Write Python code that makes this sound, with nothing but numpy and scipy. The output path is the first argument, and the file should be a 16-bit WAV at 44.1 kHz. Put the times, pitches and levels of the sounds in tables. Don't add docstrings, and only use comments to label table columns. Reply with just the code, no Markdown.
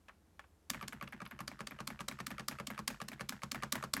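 import sys
import numpy as np
from scipy import signal
from scipy.fft import rfft, irfft, next_fast_len
from scipy.io import wavfile

SR = 44100
rng = np.random.default_rng(int(sys.argv[2]) if len(sys.argv) > 2 else 0)


def to_wav(s):
    ch = np.atleast_2d(s).T
    pcm = np.round(np.clip(ch, -1, 1) * 32767)
    wavfile.write(sys.argv[1], SR, pcm.astype(np.int16))


N = 176400
AGE = np.arange(int(.2 * SR)) / SR
SPLIT_HZ, TOP_HZ = 3500, 16450

# start in seconds, then body, treble and thump in relative dB.
STRIKE_HITS = [(0.7012, -40.5, -34.5, -47), (0.8807, -47.5, -43.5, -56.5), (1.0765, -49.5, -61, -64),
               (1.263, -49, -64, -64), (1.4786, -44.5, -42, -54.5), (1.6714, -46.5, -43.5, -57),
               (1.8746, -43.5, -40, -50.5), (2.0842, -41.5, -38.5, -50.5), (2.2672, -43.4, -41, -50.5),
               (2.4836, -40.2, -35.5, -48.5), (2.671, -46.5, -41, -49), (2.8782, -38, -34, -48.5),
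               (3.0846, -48.5, -44.5, -53.5), (3.2922, -43.5, -37.5, -49), (3.5168, -43.5, -37.5, -49),
               (3.724, -39.5, -32, -44), (3.9368, -38, -31, -46.5)]
BOTTOM_HITS = [(0.745, -47, -53, -49), (0.93, -51.5, -55.5, -50), (1.13, -50.5, -59, -50.5),
               (1.319, -54, -67, -52.5), (1.515, -52.5, -61, -54.5), (1.709, -52.5, -60, -51.5),
               (1.903, -48.5, -55, -48), (2.113, -49.5, -54, -49), (2.305, -49.5, -52.5, -45.5),
               (2.5112, -50, -53, -50.5), (2.702, -46.5, -53, -47), (2.9023, -47.5, -51, -46.5),
               (3.1167, -52, -54, -50), (3.323, -48.5, -54, -50), (3.546, -45, -48.5, -44.4),
               (3.754, -42, -44, -45), (3.966, -41.5, -46, -42)]
TOP_STOP_HITS = [(0.826, -42, -59, -47.5), (1.025, -41.5, -59.5, -46), (1.217, -43.5, -60, -47),
                 (1.404, -41, -56, -46), (1.605, -40, -54, -46.5), (1.803, -41.5, -54, -46.4),
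                 (2.005, -40.5, -50, -46.5), (2.202, -40.5, -52, -45.5), (2.3955, -41.5, -52.5, -46.9),
                 (2.599, -40, -56, -45.5), (2.79, -40.5, -52, -44.5), (3.015, -40.5, -50.6, -46.5),
                 (3.208, -39, -49.5, -45), (3.433, -39, -48.5, -45), (3.633, -35.5, -48.5, -44),
                 (3.838, -38, -51, -46)]
# frequency in Hz, boost or cut in dB.
RATTLE_TONE = [(150, -21), (400, -16), (600, -0.5), (1200, 3), (1700, 6.5), (2300, -7.5), (3200, -7.5),
               (4500, -21.5), (8300, -25.5), (11500, -33.5), (15000, -35)]


def undb(db):
    return 10 ** (np.asarray(db) / 20)


def fade(t60):
    return np.exp(-np.log(1000) * AGE / t60)


def burst(t60):
    return rng.standard_normal(len(AGE)) * fade(t60)


def level(x, db):
    return x * undb(db) / np.sqrt(np.sum(x ** 2) / (.01 * SR))


def add(out, start_s, x):
    i = max(int(start_s * SR), 0)
    n = max(min(len(x), len(out) - i), 0)
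    out[i:i + n] += x[:n]


def keep_band(x, hz, kind):
    return signal.sosfilt(signal.butter(3, hz, kind, fs=SR, output="sos"), x)


def colour(x, tone):
    n = 2 * next_fast_len(len(x) // 2 + 1)
    hz, db = np.array(tone, float).T
    curve_db = np.interp(np.log(np.arange(n // 2 + 1) * SR / n + 1), np.log(hz), db)
    folded = irfft(np.log(undb(curve_db)))
    folded[1:n // 2] *= 2
    folded[n // 2 + 1:] = 0
    return irfft(rfft(x, n) * np.exp(rfft(folded)))[:len(x)]


def room_air():
    # frequency in Hz, boost or cut in dB.
    air_tone = [(15, -67), (25, -20.5), (80, -2), (114, -21), (166, -13), (285, -17), (317, -16),
                (363, -20.5), (1560, -32), (2610, -37.5), (12500, -41.5), (16000, -55)]
    air = colour(rng.standard_normal(N), air_tone)
    return undb(-68) * air / np.std(air)


def room_echo(x):
    # low and high edge in Hz, level in dB, fade time in seconds.
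    echo_bands = [(295, 645, -7.5, 0.21), (850, 1540, -10.5, 0.17), (1390, 2800, -13.5, 0.2),
                  (2800, 5900, -15, 0.31), (6250, 8200, -14, 0.31), (9150, 13300, -15, .24),
                  (13000, 14000, -14, .21)]
    out = np.zeros(N)
    add(out, 0.011, undb(-19) * x)
    for low_hz, high_hz, db, t60 in echo_bands:
        band = [low_hz, high_hz]
        decay = (fade(t60) * (1 - np.exp(-AGE / 0.0013))) ** 2
        energy = signal.fftconvolve(keep_band(x, band, "band") ** 2, decay / decay.sum())[:N]
        wash = keep_band(rng.standard_normal(N), band, "band")
        out += undb(db) * np.sqrt(np.abs(energy)) * wash / np.std(wash)
    return out


def thumps(rows, lag_s, thud_hz, thud_s, ring_lag_s, ring_hz, octaves, ring_db, fade_scale, db):
    # pitch in Hz, relative level in dB, base fade time in seconds.
    desk_notes = [(48, 3, 0.22), (72.2, -3, 0.22), (101.7, -19.5, 0.23), (137, -3.5, 0.22),
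                  (185.1, -2.5, 0.12), (211.6, 0.5, 0.16), (245.2, -1, 0.075), (321.2, -5, 0.13),
                  (355.8, -4, 0.11)]
    out = np.zeros(N)
    swell = (AGE / thud_s) ** 2 * np.exp(-(AGE / thud_s) ** 2)
    for start, _, _, thump_db in rows:
        hit = level(swell * np.sin(2 * np.pi * thud_hz * rng.normal(1, .025) * AGE), 0)
        ring = 0
        for hz, note_db, t60 in desk_notes:
            size = undb(rng.normal(note_db, 2)) / (1 + (np.log2(hz / ring_hz) / octaves) ** 2)
            pitch = hz * rng.normal(1, 0.0088)
            ring += size * fade(t60 * fade_scale) * np.sin(2 * np.pi * pitch * AGE)
        add(hit, ring_lag_s, level(ring * (1 - np.exp(-AGE / 0.0085)), ring_db))
        add(out, start + lag_s, level(hit, thump_db + db))
    return out


def desk():
    strikes = thumps(STRIKE_HITS, lag_s=0.00514, thud_hz=238.3, thud_s=0.01, ring_lag_s=0.0101,
                     ring_hz=200, octaves=1.2, ring_db=-6.5, fade_scale=0.92, db=3.5)
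    bottoms = thumps(BOTTOM_HITS, lag_s=0.00404, thud_hz=245, thud_s=0.012, ring_lag_s=0.01287,
                     ring_hz=169, octaves=1, ring_db=1.5, fade_scale=0.69, db=4)
    top_stops = thumps(TOP_STOP_HITS, lag_s=0.00051, thud_hz=172, thud_s=0.0093, ring_lag_s=0.00623,
                       ring_hz=168, octaves=.9, ring_db=3, fade_scale=1, db=3)
    return strikes + bottoms + top_stops


def spring_tings():
    # start in seconds, relative level in dB.
    jolts = [(0.819, -49), (0.8275, -50), (0.9288, -47.5), (1.0261, -46), (1.0874, -57), (1.122, -52.5),
             (1.256, -53), (1.275, -51), (1.3094, -49), (1.4057, -43), (1.708, -47), (1.9021, -49),
             (2.3043, -45), (2.598, -48), (2.704, -43), (3.039, -55), (3.118, -51), (3.5454, -49),
             (3.7534, -48), (3.9664, -34)]
    out = np.zeros(N)
    for start, db in jolts:
        pitches_hz = 11530 * np.exp(rng.normal(0, .05, 3))
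        ring = sum(np.sin(2 * np.pi * hz * AGE) for hz in pitches_hz)
        ting = ring * fade(t60=0.0097) * (1 - np.exp(-AGE / .0005))
        add(out, start, level(ting, db - 14))
    return out


def wire_chink(hz):
    return np.sin(2 * np.pi * hz * np.exp(rng.normal(0, 0.061)) * AGE) * fade(t60=0.012)


def bar_wobble(count=6, span_s=.075, fall_db=9):
    out = np.zeros(N)
    for start, body, *_ in BOTTOM_HITS:
        for progress in (np.arange(count) + rng.uniform(.3, 1, size=count)) / count:
            tick = colour(burst(t60=0.01), RATTLE_TONE)
            wobble = level(wire_chink(hz=1826), -1) + level(tick, 0)
            db = body - 7.5 - fall_db * progress + rng.standard_normal()
            add(out, start + progress * span_s, level(wobble, db))
    return out


def case_ring():
    # pitch in Hz, relative level in dB, fade time in seconds.
    case_notes = [(445, -12.5, 0.065), (569.3, -10.5, 0.073), (788, -16, 0.1), (1139.6, 2.5, 0.028),
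                  (1255, -4.5, 0.032), (1362, -9.5, 0.029), (1704, -6.5, 0.042), (2267, 1.5, 0.018),
                  (2770, 0.5, 0.012), (4645, 2, 0.012), (6450, 9.5, 0.0063), (8540, 6, 0.016),
                  (10550, 2.5, 0.013)]
    ring = 0
    for hz, db, t60 in case_notes:
        size = undb(rng.normal(db, 1.77))
        pitch = hz * rng.normal(1, 0.028)
        ring += size * fade(t60) * np.sin(2 * np.pi * (pitch * AGE + rng.random()))
    return ring


def contacts(rows, tone, crack_t60, rise_s, ring_db, bounce_s, bounce_db, body_db, treble_db,
             graze_s=0, graze_db=-60, chink_hz=None, chink_db=0):
    out = np.zeros(N)
    same_crack, same_share = burst(crack_t60), .12
    usual_treble = np.median([row[2] for row in rows])
    for start, body, treble, *_ in rows:
        crack = np.sqrt(same_share) * same_crack + np.sqrt(1 - same_share) * burst(crack_t60)
        impact = level(crack, 0) + level(case_ring(), ring_db)
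        if chink_hz:
            impact += level(wire_chink(chink_hz), chink_db)
        hit = level(burst(crack_t60), graze_db)
        add(hit, graze_s, impact * (1 - np.exp(-AGE / rise_s)))
        for progress in (np.arange(4) + rng.uniform(.3, 1, size=4)) / 4:
            bounce = level(burst(t60=0.015), rng.normal(bounce_db - 9 * progress, 2))
            add(hit, graze_s + progress * bounce_s, bounce)
        hit = colour(hit, tone)
        low, high = keep_band(hit, SPLIT_HZ, "low"), keep_band(hit, SPLIT_HZ, "high")
        brighter_db = 0.49 * (treble - usual_treble)
        high = colour(high, [(SPLIT_HZ, 0), (TOP_HZ, brighter_db)])
        add(out, start - graze_s, level(low, body + body_db) + level(high, treble + treble_db))
    return out


def space_bar():
    # start in seconds, then body and treble in relative dB.
    lift_hits = [(0.8115, -46, -62), (1.0115, -44, -61.5), (1.2035, -47.5, -65.3), (1.3905, -48.2, -61),
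                 (1.5915, -50.2, -66), (1.7885, -47.5, -66.3), (1.9915, -48.5, -63.8), (2.1885, -46.8, -63),
                 (2.382, -44, -59.7), (2.5865, -46.2, -61), (2.778, -44.5, -59.5), (3.002, -45.5, -62.1),
                 (3.1955, -48.0, -65), (3.4195, -51, -62), (3.624, -42.5, -57), (3.8265, -41.5, -56.5)]
    rattle_hits = [(0.083, -57.5, -62), (0.093, -55, -71), (0.393, -50.5, -57.5), (0.44, -63.5, -91),
                   (0.734, -52, -52), (0.774, -58, -78), (0.838, -55.5, -64), (0.924, -49.5, -58),
                   (0.982, -77, -83), (1.036, -61, -59), (1.124, -52, -60), (1.178, -75, -76.9),
                   (1.252, -58, -59), (1.311, -51.5, -58), (1.361, -69, -78.7), (1.718, -52.5, -76),
                   (1.762, -65, -84), (1.945, -79, -89), (2.123, -54, -58), (2.314, -48, -53.5),
                   (2.349, -67, -72), (2.524, -52.5, -63), (2.552, -56.5, -79), (2.713, -62, -60.5),
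                   (2.744, -63, -62), (2.943, -56, -62), (3.131, -53.5, -54), (3.338, -64, -76),
                   (3.556, -47.5, -57), (3.746, -50, -59), (3.78, -53, -67), (3.805, -79, -75),
                   (3.993, -53, -63)]
    # frequency in Hz, boost or cut in dB.
    strike_tone = [(150, 0.5), (400, -17), (600, -0.5), (850, -8), (1200, 2), (2300, -0.5), (3200, -0.5),
                   (4500, -0.5), (6500, -5.5), (8300, -7), (9700, -11.5), (11500, -8.5), (15000, -18.5)]
    bottom_tone = [(150, -8), (400, -10), (600, -0.5), (1200, -3.5), (1700, 1), (2300, -6.5), (3200, -15.5),
                   (4500, -22.5), (9000, -27), (11500, -23.5), (15000, -32.5)]
    lift_tone = [(150, -24), (400, -24.5), (600, 2), (850, -26.5), (1200, 2), (1700, -6.5), (2500, -5.5),
                 (3300, -17), (6500, -29), (9500, -34), (11500, -26), (15000, -57)]
    top_stop_tone = [(150, -10.5), (400, -7), (600, -7.5), (850, -5), (1200, -6), (1700, -5), (2300, -12),
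                     (4500, -17), (6800, -20.5), (9700, -26), (11500, -26.5), (15000, -37.5)]
    wire_hz = 2338
    clacks = contacts(STRIKE_HITS, strike_tone, crack_t60=0.011, rise_s=0.00048, ring_db=-7.5,
                      bounce_s=0.0076, bounce_db=-15.5, body_db=0.5, treble_db=-1,
                      graze_s=0.0025, graze_db=-15)
    clatters = contacts(BOTTOM_HITS, bottom_tone, crack_t60=0.013, rise_s=0.00038, ring_db=-11.5,
                        bounce_s=0.013, bounce_db=-3, body_db=3, treble_db=-1.5,
                        chink_hz=wire_hz, chink_db=-7.5)
    ticks = contacts(lift_hits, lift_tone, crack_t60=0.0094, rise_s=.0001, ring_db=-3.5,
                     bounce_s=0.0043, bounce_db=-10.5, body_db=0, treble_db=5,
                     graze_s=.0005, graze_db=-9.5)
    knocks = contacts(TOP_STOP_HITS, top_stop_tone, crack_t60=0.012, rise_s=0.00092, ring_db=-3.5,
                      bounce_s=.012, bounce_db=-8, body_db=-2, treble_db=1.5,
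                      graze_s=0.0048, graze_db=-15)
    rattles = contacts(rattle_hits, RATTLE_TONE, crack_t60=0.0086, rise_s=0.0012, ring_db=-9,
                       bounce_s=0.01, bounce_db=-7.5, body_db=1, treble_db=0,
                       chink_hz=wire_hz, chink_db=-4)
    return clacks + clatters + ticks + knocks + rattles


def scene():
    keys = space_bar() + bar_wobble() + spring_tings()
    return (keys + desk() + room_echo(keys) + room_air())[None]


def record(dry):
    lean = keep_band(dry, hz=40, kind="high")
    return signal.sosfilt(signal.ellip(8, .2, 70, TOP_HZ, fs=SR, output="sos"), lean)


dry = scene()
out = record(dry)
to_wav(out)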